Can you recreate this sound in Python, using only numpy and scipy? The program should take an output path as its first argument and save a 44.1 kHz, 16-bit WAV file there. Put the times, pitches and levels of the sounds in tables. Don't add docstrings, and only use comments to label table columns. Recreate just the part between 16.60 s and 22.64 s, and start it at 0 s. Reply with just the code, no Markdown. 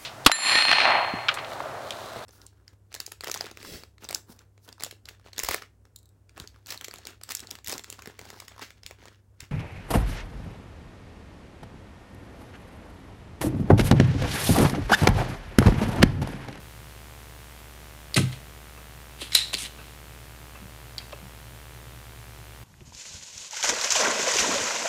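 import sys
import numpy as np
from scipy import signal
from scipy.fft import rfft, irfft
from scipy.io import wavfile

SR = 44100
rng = np.random.default_rng(int(sys.argv[2]) if len(sys.argv) > 2 else 0)


def transcribe(u):
    v = np.clip(np.atleast_2d(u).T, -1, 1)
    q = np.round(v * 32767).astype(np.int16)
    wavfile.write(sys.argv[1], SR, q)


N = 266231


def from_db(db):
    return 10 ** (np.asarray(db) / 20)


def rms_one(x):
    return x / np.sqrt(np.mean(x ** 2) + 1e-20)


def ring(push, hz, t60):
    radius = from_db(-60 / (t60 * SR))
    angle = 2 * np.pi * hz / SR
    feedback = [1, -2 * radius * np.cos(angle), radius * radius]
    return signal.lfilter([0, np.sin(angle)], feedback, push + 1e-18)


def burst(length_s):
    t = np.arange(SR // 4) / SR
    chatter = rng.standard_normal(len(t)) * np.exp(-t / max(length_s, 2e-4))
    return chatter / np.sqrt(np.sum(chatter ** 2))


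def add(out, start_s, x):
    i = round(start_s * SR)
    out[i:i + len(x)] += x[:N - i]


def band(x, low_hz, high_hz):
    return signal.sosfilt(signal.butter(2, [low_hz, high_hz], "band", fs=SR, output="sos"), x)


# multiple of the mains frequency, level in dB rms.
HARMONICS = [(1, -49), (6, -76), (7, -71.5)]
MAINS_HZ, MAINS_CREST_S = 59.964, .01147


def hum():
    phase = 2 * np.pi * MAINS_HZ * (np.arange(N) / SR - MAINS_CREST_S)
    return sum(np.sqrt(2) * from_db(db) * np.cos(round(multiple) * phase) for multiple, db in HARMONICS)


BUZZ_HZ, BUZZ_FIRST_S = 75.03, .00418
BUZZ_PEAK_DB, BUZZ_ROUNDING_HZ = -32, 2880


def buzz():
    spikes = np.zeros(N)
    times_s = np.arange(BUZZ_FIRST_S, N / SR, 1 / BUZZ_HZ)
    spikes[np.round(times_s * SR).astype(int)] = 1
    pole = np.exp(-2 * np.pi * BUZZ_ROUNDING_HZ / SR)
    rounded = signal.lfilter([1], np.poly([pole, pole, pole]), spikes)
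    return from_db(BUZZ_PEAK_DB) * rounded / rounded.max()


# centre in Hz, half-width at half amplitude in Hz, level in dB rms.
FAN_RESONANCES = [(109.7, 0.12, -56), (119.3, 0.085, -56.5), (135.4, 44, -56)]


def drone():
    hz = np.fft.rfftfreq(N, 1 / SR)
    out = np.zeros(N)
    for centre_hz, width_hz, db in FAN_RESONANCES:
        white = rfft(rng.standard_normal(N))
        resonance = 1 / (1 + ((hz - centre_hz) / width_hz) ** 2)
        out += from_db(db) * rms_one(irfft(white * resonance, N))
    return out


# frequency in Hz, relative spectral level in dB.
HISS_SPECTRUM = [(25, -11), (60, -8), (200, -5), (400, -4.5), (800, -8), (1500, -8), (3000, -8.5),
                 (5000, -13), (9000, -13), (16000, -14)]
HISS_RMS_DB = -50.5


def hiss():
    hz = np.fft.rfftfreq(N, 1 / SR) + 1
    at_hz, db = np.transpose(HISS_SPECTRUM)
    colour = from_db(np.interp(np.log(hz), np.log(at_hz), db))
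    return from_db(HISS_RMS_DB) * rms_one(irfft(rfft(rng.standard_normal(N)) * colour, N))


# start in seconds, drive level in dB,
# chatter decay time in seconds (at least 0.2 ms is used), most strongly driven region in Hz.
SNAP_CONTACTS = [(1.543, -14.5, 0.0041, 4800), (1.564, -7.5, 0.007, 2610), (1.727, -30.5, 0.0025, 3150),
                 (2.617, -26.5, 0.0095, 2980), (2.72, -20, .006, 3000), (2.732, -22, 0.0032, 3500),
                 (2.7485, -22, 0.00035, 3470), (2.7503, 6, 0.002, 3970), (2.761, -12, 0.0007, 3840),
                 (2.941, -11.5, 0.0015, 4020), (2.949, -20.5, 0.00092, 4400), (2.97, -24, 0.0037, 4400),
                 (4.381, -22, 0.0028, 4460), (4.386, -28, 0.0027, 2780), (4.524, -33.5, 0.0026, 3500)]
# frequency in Hz, relative level in dB,
# free ring time t60 in seconds (before the damping that each function applies).
BARREL_MODES = [(2070, 2.5, 0.052), (2400, -9, 0.038), (2760, -16, 0.033), (2850, -9, 0.052),
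                (3272, -3, 0.058), (3680, -0.5, 0.031), (4063, 1.5, 0.05), (4610, 1, 0.031),
                (5470, 0, 0.017), (6520, -11.5, 0.053), (7330, -7, 0.019), (8280, -7.5, 0.032),
                (8700, -28, 0.079), (9500, -31, 0.036), (9370, -15, 0.081), (9800, -10, 0.052),
                (12700, -50, .02), (14200, -33, .015)]
GRIP_DAMPING = .2
AWAY_DB_PER_OCTAVE = -12.0
CRACK_DB, CRACK_OCTAVES = 10.5, 1.36


def snaps():
    out = np.zeros(N)
    for start_s, db, length_s, region_hz in SNAP_CONTACTS:
        push = burst(length_s)
        luck = rng.normal(0, 1.5, len(BARREL_MODES))
        crack = band(push, region_hz / 2 ** (CRACK_OCTAVES / 2), region_hz * 2 ** CRACK_OCTAVES)
        add(out, start_s, from_db(db + CRACK_DB) * crack)
        for k, ((hz, mode_db, t60), luck_db) in enumerate(zip(BARREL_MODES, luck)):
            away_db = AWAY_DB_PER_OCTAVE * abs(np.log2(hz / region_hz))
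            gain = (-1) ** k * from_db(db + mode_db + away_db + luck_db)
            add(out, start_s, gain * ring(push, hz, GRIP_DAMPING * t60))
    return band(out, 1000, 19400)


# start in seconds, swell in seconds, hold in seconds,
# drive level in dB, treble share in dB, fall in dB per second.
STROKES = [(1.557, 0.0057, 0.004, -22, -1, 342), (1.674, 0.0054, .006, -58, -6, 500),
           (1.712, .006, 0.018, -46.5, -4, 300), (2.567, 0.048, .01, -35.5, -4, 250),
           (2.701, 0.055, 0.0035, -29, -0.5, 500), (2.745, 0.0018, 0.0033, -24.5, -3.5, 200),
           (2.926, .006, 0.0044, -30, -3, 500), (2.969, .015, 0.048, -37, 1.5, 500),
           (3.027, 0.025, 0.0068, -36, -6, 700), (3.154, 0.021, 0.14, -57, -4, 300)]
SWELL_DB = 31
SLIDE_DAMPING = .073


def slides():
    t, body, treble = np.arange(N) / SR, np.zeros(N), np.zeros(N)
    for start_s, swell_s, hold_s, db, share_db, fall_db_per_s in STROKES:
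        swell_db = SWELL_DB * np.minimum((t - start_s) / swell_s - 1, 0)
        fall_db = -fall_db_per_s * np.maximum(t - start_s - swell_s - hold_s, 0)
        level = from_db(db + swell_db + fall_db) * (t > start_s)
        body += level
        treble += from_db(share_db) * level
    roughness_db = 2.2 * rms_one(band(rng.standard_normal(N), 38, 300))
    grain = rng.standard_normal(N) * from_db(roughness_db)
    modes = [from_db(db) * ring(grain, hz, SLIDE_DAMPING * t60) for hz, db, t60 in BARREL_MODES]
    low = rms_one(sum(modes[:8])) + 1.3 * rms_one(band(grain, 1880, 4370))
    high = rms_one(sum(modes[8:])) + 0.93 * rms_one(band(grain, 3600, 8700))
    return body * rms_one(band(low, 1010, 7100)) + treble * rms_one(band(high, 3600, 12800))


# start in seconds, drive level in dB, rattle decay time in seconds,
# contact sharpness (upper edge of the push) in Hz.
BOARD_CONTACTS = [(1.558, -8.5, 0.019, 517), (1.575, -20, .004, 1860), (1.594, -6, 0.01, 334),
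                  (1.563, 0.5, 0.0072, 202), (1.585, -2, .008, 160), (1.622, 0.5, 0.017, 139),
                  (1.721, -24, .01, 160), (2.174, -39.5, 0.021, 1480), (2.615, -26.5, 0.0025, 900),
                  (2.932, -30.5, 0.0014, 1830), (2.938, -25, 0.0021, 480), (3.015, -36.5, 0.0091, 505),
                  (3.184, -37, 0.027, 1500), (3.951, -42.5, 0.019, 1770), (4.006, -23.5, 0.017, 250),
                  (4.403, -43, 0.021, 2000), (4.526, -30, 0.0067, 1270), (4.62, -25, 0.0076, 201)]
# frequency in Hz, relative level in dB, ring time t60 in seconds.
BOARD_MODES = [(95.7, -9.5, 0.3), (128.2, -5, 0.22), (188.2, -2, 0.15), (250, -3.5, 0.11),
               (311, -4.5, 0.09), (412, -2.5, 0.048), (565, -0.5, 0.021), (850, -4.5, 0.0083),
               (1020, -7.5, 0.028), (1276, -4.5, 0.025), (1540, -5.5, 0.042), (2620, 11.5, 0.023),
               (3980, -6, 0.032)]
KNOCK_OCTAVES = 1.65
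LOW_CUT_HZ = 67


def knocks():
    out = np.zeros(N)
    for start_s, db, length_s, sharp_hz in BOARD_CONTACTS:
        low_hz = sharp_hz / 2 ** KNOCK_OCTAVES
        push = band(burst(length_s), low_hz, sharp_hz) * sharp_hz / 1000
        modes = np.zeros(len(push))
        for k, (hz, mode_db, t60) in enumerate(BOARD_MODES):
            modes += (-1) ** k * from_db(mode_db) * ring(push, hz, t60)
        add(out, start_s, from_db(db) * band(modes, low_hz, 7100))
    return band(out, LOW_CUT_HZ, 6600)


ROOM_DB, ROOM_T60_S, ROOM_DULL_HZ = -16, 0.41, 7500


def room(x):
    t = np.arange(int(.6 * SR)) / SR
    reflections = band(rng.standard_normal(len(t)), 143, ROOM_DULL_HZ)
    tail = reflections * from_db(-60 * t / ROOM_T60_S) * (t > .004)
    unit_tail = tail / np.sqrt(np.sum(tail ** 2))
    return from_db(ROOM_DB) * signal.fftconvolve(x, unit_tail)[:N]


def scene():
    background = hum() + buzz() + drone() + hiss()
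    near = snaps() + slides() + knocks()
    return (near + room(near) + background)[None]


OVERLOAD = .46
CUTOFF_HZ = 15900


def record(dry):
    clipped = dry / (1 + np.abs(dry / OVERLOAD) ** 6) ** (1 / 6)
    return signal.sosfilt(signal.cheby2(14, 70, CUTOFF_HZ + 500, fs=SR, output="sos"), clipped)


dry = scene()
out = record(dry)
transcribe(out)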